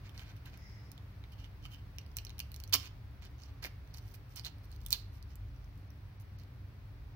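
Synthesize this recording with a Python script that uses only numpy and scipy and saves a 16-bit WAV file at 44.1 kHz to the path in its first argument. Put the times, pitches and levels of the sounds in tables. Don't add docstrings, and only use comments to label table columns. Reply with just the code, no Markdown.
import sys
import numpy as np
from scipy import signal
from scipy.fft import rfft, irfft, next_fast_len
from scipy.io import wavfile
from scipy.ndimage import uniform_filter1d, minimum_filter1d

SR = 44100
rng = np.random.default_rng(int(sys.argv[2]) if len(sys.argv) > 2 else 0)


def pcm_store(signal):
    levels = np.round(np.clip(np.atleast_2d(signal), -1, 1) * 32767)
    wavfile.write(sys.argv[1], SR, levels.astype(np.int16).T)


def gain_from_db(level_db):
    decades = np.asarray(level_db, float) / 20
    return 10 ** decades


N = 315674
SIZE = next_fast_len(N)
FREQ = np.fft.rfftfreq(SIZE, 1 / SR)
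TIME_S = np.arange(N) / SR
TOP_EDGE_HZ = 15820
TREBLE_FROM_HZ, TREBLE_CUT_DB = 6300, -24


def on_log_hz(table, hz):
    f, v = np.transpose(table)
    return np.interp(np.log(hz + 1), np.log(f), v)


def causal(table, size=512):
    cepstrum = irfft(np.log(gain_from_db(on_log_hz(table, np.fft.rfftfreq(size, 1 / SR)))))
    cepstrum[1:size // 2] *= 2
    cepstrum[size // 2 + 1:] = 0
    return irfft(np.exp(rfft(cepstrum)))


def band(x, lo_hz, hi_hz):
    edges = [lo_hz, min(hi_hz, .45 * SR)]
    return signal.sosfilt(signal.butter(2, edges, "band", fs=SR, output="sos"), x)


def walk(rate_hz):
    hold = int(SR / rate_hz)
    steps = np.repeat(rng.standard_normal(N // hold + 1), hold)
    return 1.3 * uniform_filter1d(uniform_filter1d(steps, hold), hold)[:N]


def stereo_noise(gain, alike_hz=540, steep=2.2):
    draws = rng.standard_normal((2, len(FREQ))) + 1j * rng.standard_normal((2, len(FREQ)))
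    mid, side = draws * gain
    alike = .996 / (1 + (FREQ / alike_hz) ** steep)
    mid, side = mid * np.sqrt(1 + alike), side * np.sqrt(1 - alike)
    return irfft([mid + side, mid - side], SIZE)[:, :N]


def kitchen():
    # freq_hz, density_db [dB per Hz]
    hiss_colour = [(110, -19.5), (150, -3), (180, -17.5), (300, -15), (480, -18.5), (950, -19.5),
                   (2300, -23.5), (3100, -29), (4500, -30), (5600, -34), (7500, -43.5), (11000, -40.5),
                   (15300, -34), (15750, -30.5)]
    # freq_hz, width_hz, level_db
    rumble = [(46, 11, -63.5), (69, 14, -53), (100.1, 20.3, -52), (121.8, 11, -61), (141, 32, -65.5),
              (193.8, 32, -68.5), (281.9, 34, -71), (393.5, 9.7, -81)]
    hiss_db, busy_db, busy_s = -68.5, 2.5, 2
    hiss = stereo_noise(gain_from_db(on_log_hz(hiss_colour, FREQ)) * (FREQ < TOP_EDGE_HZ))
    drift_db = busy_db * np.exp(-TIME_S / busy_s)
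    out = hiss * gain_from_db(hiss_db + 3.0 + drift_db + 0.18 * walk(2.0)) / np.std(band(hiss, 320, 16500))
    for hz, width, db in rumble:
        mode = stereo_noise(1 / (1 + (2 * (FREQ - hz) / width) ** 2))
        out = out + mode * gain_from_db(db + 0.23 * walk(1.0)) / np.std(mode)
    squeak_s, length_s, squeak_hz, squeak_db = 3.49, .1, 1160, -77
    squeak = band(rng.standard_normal(N), squeak_hz - 25, squeak_hz + 25)
    swell = np.exp(-((TIME_S - squeak_s) / length_s) ** 4)
    return out + gain_from_db(squeak_db) * squeak / np.std(squeak) * swell


def fan_tone(tone_hz=47.8, wander_hz=.8, flutter_db=3, pan_db=1.1):
    # time_s, level_db
    swells = [(0.0, -57.5), (1.04, -62), (1.08, -56.5), (1.93, -54), (2.05, -73), (2.11, -53.5),
              (2.91, -61.5), (2.95, -54.5), (4.6, -59), (4.64, -53.5), (5.54, -53.5), (6.22, -65),
              (6.74, -53.5), (7.16, -52.5)]
    s, db = np.transpose(swells)
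    phase = 2 * np.pi * np.cumsum(tone_hz + wander_hz * walk(3.0)) / SR
    pan = pan_db * walk(6.5) * np.array([[1], [-1]])
    level_db = np.interp(TIME_S, s, db) + flutter_db * walk(22) + pan
    return 2 ** .5 * gain_from_db(level_db) * np.sin(phase)


def scuffs():
    # centre_s, level_db, length_ms, ring_hz, treble_db
    sheet_rubs = [(0.063, -60, 38, 3650, -15), (.19, -56.5, 72, 4120, -6), (.265, -62, 49, 4000, -9.5),
                  (0.304, -58.5, 29, 3900, -9), (0.368, -68, 26, 4930, -3), (.475, -58.5, 39, 3770, -9),
                  (.547, -62, 37, 3970, -20.5), (1.328, -60, 19.6, 4300, -5), (1.401, -60.5, 33, 4170, -10),
                  (1.444, -61, 33, 4300, -6.5), (1.65, -59, 45, 4260, -7), (1.735, -58, 46, 4270, -4),
                  (1.79, -66.5, 18, 4200, -13), (2.744, -29, 28, 4524, -1), (2.845, -49, 60, 3780, -11.5),
                  (3.249, -55.5, 56, 4120, -16), (3.648, -47.5, 42, 4700, -5.5)]
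    # centre_s, level_db, length_ms, ring_hz, treble_db
    strip_rubs = [(3.432, -58.5, 66, 5200, -14.5), (3.49, -63, 24, 3560, -14), (3.967, -58, 52, 5100, -6.5),
                  (4.084, -65.5, 110, 5100, 0), (4.148, -60, 18, 4970, 4), (4.32, -65.5, 39, 5000, 1.3),
                  (4.378, -45.5, 34, 4400, -8.5), (4.464, -42, 31.5, 3780, -13.5),
                  (4.645, -65, 18, 5140, 1), (4.732, -65, 62, 4380, -4.5), (4.916, -44.5, 13, 4430, -5),
                  (4.942, -45, 26, 3240, -17.5), (5.152, -65.5, 52, 4370, 0), (5.313, -62, 41, 5020, -9.5),
                  (5.6, -73, 90, 5470, -18), (5.78, -85, 55, 5560, 8), (6.212, -66, 22, 5470, 4.5),
                  (6.405, -61, 36, 4730, -13), (4.83, -69.5, 44, 4500, -1), (5.486, -65, 8, 5570, -15),
                  (5.645, -69, 8, 5550, -11)]
    sheet, strip = np.transpose(sheet_rubs), np.transpose(strip_rubs)
    lifted_s, laid_s, pile_db = .6, 3.5, 4
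    resting = (sheet[0] < lifted_s) | (sheet[0] > laid_s)
    sheet_body = -3 + np.where(resting, pile_db, -pile_db)
    press_db = -54
    strip_body = -8.5 + 0.64 * np.minimum(strip[1] - press_db, 0)
    return np.vstack([np.hstack([sheet, strip]), np.hstack([sheet_body, strip_body])])


def scuff_snaps(scatter_db=2.5, detune=.15, boost_db=-8, sheet_db=-9.5, count=70):
    s, db, ms, hz, tick_db, body_db = (c[:, None] for c in scuffs())
    chance = rng.random((len(s), 4, count))
    place = chance[:, 0] + chance[:, 1] - 1
    size_db = db + boost_db + 10 * np.log10(ms / 40) - scatter_db * np.log(chance[:, 2] + 0.0084)
    free_from_s, free_to_s, free_ring_db = 1.2, 1.9, 10
    ring_db = sheet_db + free_ring_db * ((s > free_from_s) & (s < free_to_s))
    pitch = hz * np.exp(detune * 2.7 * (chance[:, 3] - .5))
    columns = np.broadcast_arrays(s + .75 * place * ms / 1000, size_db, pitch, tick_db, ring_db, body_db)
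    return np.stack([c.ravel() for c in columns], axis=1)


def big_snaps():
    # start_s, peak_db, ring_hz (shard), tick_db (treble)
    lift_rows = [(.0939, -44, 3160, -10), (.1775, -38.5, 4500, -15.5), (.1941, -39.5, 3100, -13),
                 (.2212, -54, 2200, -33), (.3654, -55, 2890, -0.5), (.4585, -44, 2860, -4),
                 (.5402, -49, 2540, -15), (.5741, -50.5, 1830, 1), (.9167, -42, 5250, -0.5),
                 (.9783, -42.5, 3360, -16.5), (1.2394, -49.5, 3770, -27), (1.4434, -47.5, 3200, -25),
                 (1.4578, -53, 3030, -21), (1.6537, -36.5, 2970, -14), (1.7461, -46, 2830, -16)]
    # start_s, peak_db, ring_hz, tick_db, sheet_db (ring)
    bend_rows = [(1.9624, -61, 2700, 1, -17), (1.9845, -35, 5540, -5.5, 5), (2.0138, -49, 4250, -13, -10),
                 (2.0631, -49.5, 4690, -7, -10.5), (2.116, -56, 4940, -8, -13),
                 (2.162, -51.5, 4000, -6, -12), (2.1685, -29.5, 5860, 3, -4),
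                 (2.186, -31.5, 4240, -14, 4.5), (2.2497, -36.5, 5700, -4.5, -9),
                 (2.2682, -37.5, 4070, -20, -3), (2.2946, -39.5, 3893, -8.5, -16),
                 (2.304, -42.5, 4060, -17, 0), (2.382, -46, 4000, -3.5, 0.5),
                 (2.3922, -32.5, 5800, -1, -0.3), (2.4018, -28.5, 4438, -6, 5.5),
                 (2.5175, -45.5, 4300, 0, 2.5), (2.5429, -39.5, 4190, -3, -3),
                 (2.5621, -40, 5600, -2.5, -7.5), (2.6013, -40.5, 4410, 0, 0.5),
                 (2.638, -38, 4250, -4.5, -1.5), (2.6765, -46, 5950, -3, -21),
                 (2.6953, -51.5, 2845, 3.5, -27)]
    # start_s, peak_db, ring_hz, tick_db, sheet_db
    tear_rows = [(2.7263, -27.5, 4700, -7.5, 5), (2.729, -23.5, 4470, -14.5, -15),
                 (2.733, -15, 3100, -10.5, -11), (2.7367, -11.5, 4670, -10.5, -21.5),
                 (2.7383, -20.5, 4600, -5, -13), (2.7407, -8.5, 5300, -11, -19.5),
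                 (2.7414, -19.5, 5300, -17, -18), (2.7499, -21, 5200, -8, -6), (2.7525, -23, 5500, -8.5, 6),
                 (2.7577, -28.5, 4000, -13, 4.5), (2.764, -30, 4000, -12, -11.5),
                 (2.799, -40.5, 5500, -18, 7.5), (2.8567, -41.5, 2620, -11.5, -2),
                 (2.8783, -49, 4520, -17, -4)]
    # start_s, peak_db, ring_hz, tick_db, knock_db (body)
    lay_rows = [(3.2219, -57.5, 5000, 2, 10.5), (3.2303, -51, 3000, -16, -6), (3.2513, -49, 4870, -1, -1),
                (3.4197, -48, 5940, -19, -18), (3.4351, -42, 4570, -13.5, -33),
                (3.6266, -39.5, 4570, -5.5, 0), (3.6406, -29.5, 4750, -16, -24),
                (3.648, -34.5, 2190, -15.5, 2), (3.655, -39, 4840, 1.5, -21),
                (3.875, -51.5, 1800, -5.5, -25.5), (3.9449, -41, 4300, -10, -9),
                (3.9835, -45, 4500, -2, -8), (4.0802, -50.5, 5500, -8.5, -8.5), (4.1408, -53, 5000, 5, 0)]
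    # start_s, peak_db, ring_hz, tick_db
    strip_rows = [(4.3606, -42, 6400, 5), (4.3735, -43.5, 4300, -2), (4.3737, -35.5, 5400, -13),
                  (4.3952, -35, 4650, -13), (4.412, -50, 4940, -8), (4.4369, -49.5, 3330, -10),
                  (4.448, -30.5, 3920, -11.5), (4.4539, -34.5, 3970, -5), (4.4661, -30, 4120, -13.5),
                  (4.497, -51, 3880, -23), (4.716, -53.5, 4300, 4), (4.7262, -49, 4430, -28),
                  (4.806, -57, 3060, -1), (4.863, -34, 3430, 0), (4.885, -46, 6030, 2.5),
                  (4.9059, -26, 7850, -5.5), (4.9152, -39, 4440, -4.5), (4.922, -25.5, 5950, -5.5),
                  (4.9273, -20, 3960, -1), (4.9283, -12, 4280, -13), (4.9355, -23.5, 3670, -6),
                  (4.9425, -52.5, 4220, -13), (4.9528, -43, 3270, -8), (4.99, -52, 4480, -24),
                  (4.999, -48.5, 4500, -17), (5.2264, -44.5, 4720, -5), (5.3558, -47, 8700, 2.5),
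                  (5.9041, -53, 5830, 2.5), (6.2, -58, 5180, 3), (6.388, -56, 4670, -1)]
    lift, bend, tear, lay, strip = map(np.transpose, (lift_rows, bend_rows, tear_rows, lay_rows, strip_rows))
    dull_db = -0.72 * lift[3]
    lay_sheet_db = -17
    stages = [
        (*lift, -21.5 + dull_db, -20.5 + dull_db),
        (*bend, -14),
        (*tear, -19),
        (*lay[:4], lay_sheet_db, lay[4]),
        (*strip, -31, -22.5),
    ]
    return np.vstack([np.transpose(np.broadcast_arrays(*stage)) for stage in stages])


def fracture(rows, cycles=2.45, sheet_cycles=3.5, crack_ms=1.0, crack_db=-1, tick_ms=0.5, knock_ms=1.68,
             size=400):
    s, db, hz, tick_db, sheet_db, knock_db = (c[:, None] for c in np.transpose(rows))
    t = np.arange(size) / SR
    noise = rng.standard_normal((len(rows), 5, size)).swapaxes(0, 1)
    rise = 1 - np.exp(-t / 0.00026)
    shard = 1.72 * np.sin(2 * np.pi * hz * t) * np.exp(-t * hz / cycles)
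    sheet_hz = 2980 * (1 + .042 * noise[4, :, :1])
    sheet = np.sin(2 * np.pi * sheet_hz * t) * np.exp(-t * sheet_hz / sheet_cycles)
    ring = shard + 1.24 * gain_from_db(sheet_db) * sheet
    small_from_s, small_crack_db = 4.924, -3
    crack_level = gain_from_db(crack_db + small_crack_db * (s > small_from_s))
    crack = crack_level * band(noise[:2] * np.exp(-t * 1000 / crack_ms), 3050, 6950)
    tick = gain_from_db(tick_db + 8) * band(noise[2:4] * np.exp(-t * 1000 / tick_ms), 7000, 17000)
    knock = gain_from_db(knock_db + 13.5) * band(noise[4] * np.exp(-t * 1000 / knock_ms), 896, 2480)
    burst = gain_from_db(db) * rise * (ring + crack + tick + knock)
    where = ((s * SR).astype(int) + np.arange(size)).ravel()
    return np.array([np.bincount(where, b.ravel(), minlength=SIZE)[:SIZE] for b in burst])


def thuds(size=2600):
    # start_s, peak_db, pitch_hz, decay_ms
    thud_rows = [
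        (0.464, -63, 1580, 13),
        (1.654, -57.5, 1110, 2.5),
        (2.737, -40.5, 1110, 8.8),
        (2.739, -45, 2200, 9.2),
        (2.741, -62, 460, 5.6),
        (2.742, -67.5, 260, 11),
        (3.645, -60, 514, 5.9),
        (3.647, -73, 300, 6.3),
        (3.649, -54, 1930, 5.4),
        (4.929, -70, 957, 6.1),
    ]
    out = np.zeros(SIZE)
    t = np.arange(size) / SR
    for s, db, hz, ms in thud_rows:
        push = rng.standard_normal(size) * np.exp(-t * 1000 / ms)
        ring = band(push, hz * 0.94, hz * 1.16)
        start = int(s * SR)
        out[start:start + size] += gain_from_db(db + 16) * ring / np.max(np.abs(ring))
    return out


def brush(start_s=.55, swell_s=.03, fade_s=.36):
    # centre_hz, width_hz, level_db
    paper_bands = [(5200, 520, -69.5), (2020, 320, -70), (6150, 1200, -78), (7660, 4100, -87)]
    t = np.arange(SR) / SR
    stroke = (1 - np.exp(-t / swell_s)) * np.exp(-(t / fade_s) ** 4)
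    out = np.zeros((2, N))
    start = int(start_s * SR)
    for hz, width, db in paper_bands:
        hiss = band(rng.standard_normal((2, SR)), hz - width / 2, hz + width / 2)
        out[:, start:start + SR] += gain_from_db(db + 2.2 * walk(30)[:SR]) * stroke * hiss / np.std(hiss)
    return out


def more_snaps(sheet_db=-20, knock_db=-20):
    # start_s, peak_db, ring_hz (shard), tick_db (treble)
    more_rows = [(1.3213, -55.5, 4500, -1), (1.401, -52.5, 6560, -12), (1.661, -46, 4630, -13),
                 (3.9102, -59, 4500, -10), (3.9406, -44.5, 5200, -6), (3.9472, -49, 4400, -8),
                 (3.9726, -43, 5800, -9), (3.988, -50, 4400, -12), (4.1197, -60, 5000, 5.5),
                 (4.1442, -47, 2570, -9), (4.152, -54, 4800, 3), (4.583, -55, 5000, -4),
                 (4.642, -60, 4220, -2), (4.762, -53, 4500, -2), (4.815, -53, 4400, -2),
                 (4.8326, -65, 5000, 3), (4.851, -54, 4500, 0), (4.9444, -29.5, 3700, -18),
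                 (4.9478, -31, 3400, -18.5), (4.9611, -43, 3480, -16), (4.969, -43, 4500, -18),
                 (4.983, -51, 4400, -18), (5.014, -53, 4500, -13), (5.024, -56, 4700, -13),
                 (5.042, -56, 4700, -18), (5.5627, -57, 5800, -14), (5.6436, -57, 5500, -8),
                 (5.756, -69, 4480, 4.5), (5.7768, -67, 4530, 4), (5.797, -70, 4500, 4),
                 (6.3984, -49.5, 4400, -9), (6.4355, -52, 4330, -8)]
    return np.transpose(np.broadcast_arrays(*np.transpose(more_rows), sheet_db, knock_db))


def reflections(t60_s, db, onset_ms=0.63, treble=0.34):
    t = np.arange(int(.5 * SR)) / SR
    out = 0
    for hz in 350 * 2. ** np.arange(6):
        fade = np.exp(-np.log(1000) * t / (max(t60_s, .01) * (1000 / hz) ** treble))
        out = out + band(rng.standard_normal((2, len(t))), hz / 2 ** .5, hz * 2 ** .5) * fade
    out = out * (1 - np.exp(-t * 1000 / onset_ms))
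    return gain_from_db(db) * out / np.sqrt(np.mean(np.sum(out ** 2, axis=1)))


def ports():
    # freq_hz, gain_db
    left_colour = [(300, 2), (1200, -10.5), (1800, -9), (2450, -3), (3200, -6), (4100, -5.5), (5000, -7.5),
                   (5900, -13.5), (8000, -9.5), (11500, 0.5), (15000, 5.5), (16300, -6), (16900, -37)]
    # freq_hz, gain_db
    right_colour = [(300, 2), (1400, -8.5), (2400, -0.5), (3300, 0), (4200, 5), (5800, 6.5), (7300, 1),
                    (9000, 0.5), (12500, 1.5), (15200, 10.5), (16300, -7.5), (16900, -54.5)]
    # freq_hz, lead_rad
    left_lead = [(300, 0.6), (1100, 0.5), (1700, -1.3), (2400, -2.5), (3300, -2), (4200, -2.5),
                 (6000, -1.5), (16000, -5)]
    right = rfft(causal(right_colour), SIZE)
    left_phase = np.angle(right) + on_log_hz(left_lead, FREQ)
    left = gain_from_db(on_log_hz(left_colour, FREQ)) * np.exp(1j * left_phase)
    return np.array([left, right])


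def cracker():
    soft = rfft(fracture(scuff_snaps(), cycles=1.88, sheet_cycles=10, crack_db=2.5))
    sharp = rfft(fracture(big_snaps(), sheet_cycles=2.4) + thuds())
    sharp = sharp + rfft(fracture(more_snaps(), cycles=2.2, sheet_cycles=2.4))
    plate = reflections(0.078, -8)
    walls = reflections(0.5, -15)
    echoes = rfft(plate + walls, SIZE)
    heard = sharp + (soft + (sharp + soft) * echoes) * (FREQ < TOP_EDGE_HZ)
    return irfft(heard * ports(), SIZE)[:, :N]


def duck(cells, quiet, size):
    return signal.istft(cells * np.where(quiet, gain_from_db(TREBLE_CUT_DB), 1), SR, nperseg=size)[1][:, :N]


def gate(x, size=1536, under_db=-.65, open_db=9):
    hz, _, cells = signal.stft(x, SR, nperseg=size)
    power = uniform_filter1d(np.mean(np.abs(cells) ** 2, axis=0), size=11, axis=0)
    power = power / (np.median(power, axis=1)[:, None] + 1e-18)
    around = uniform_filter1d(power, size=71, axis=0)
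    sunk = (power < gain_from_db(2 * under_db) * around) & (around < gain_from_db(2 * open_db))
    return duck(cells, sunk & (hz[:, None] > TREBLE_FROM_HZ), size)


def mask(x, size=256, reach_s=.034, click_db=12, under_db=.9):
    hz, _, cells = signal.stft(x, SR, nperseg=size)
    power = np.mean(np.abs(cells) ** 2, axis=0)
    power = uniform_filter1d(power / (np.median(power, axis=1)[:, None] + 1e-18), size=7, axis=0)
    treble = np.mean(power[hz > TREBLE_FROM_HZ][:50], axis=0)
    click = treble > gain_from_db(2 * click_db) * minimum_filter1d(treble, size=7)
    reach = int(reach_s * SR / size * 2)
    near = uniform_filter1d(click * 1., size=reach, origin=-(reach // 8)) > 1e-6
    quiet = near & (power < gain_from_db(2 * under_db)) & (hz[:, None] > TREBLE_FROM_HZ)
    return duck(cells, quiet, size)


def scene():
    return kitchen() + fan_tone() + cracker() + brush()


def band_limit(x):
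    return signal.sosfilt(signal.butter(12, 16980, fs=SR, output="sos"), x)


def record(dry):
    deep_cut = signal.butter(3, 36, "high", fs=SR, output="sos")
    dry = signal.sosfilt(deep_cut, dry)
    return band_limit(mask(gate(dry)))


dry = scene()
out = record(dry)
pcm_store(out)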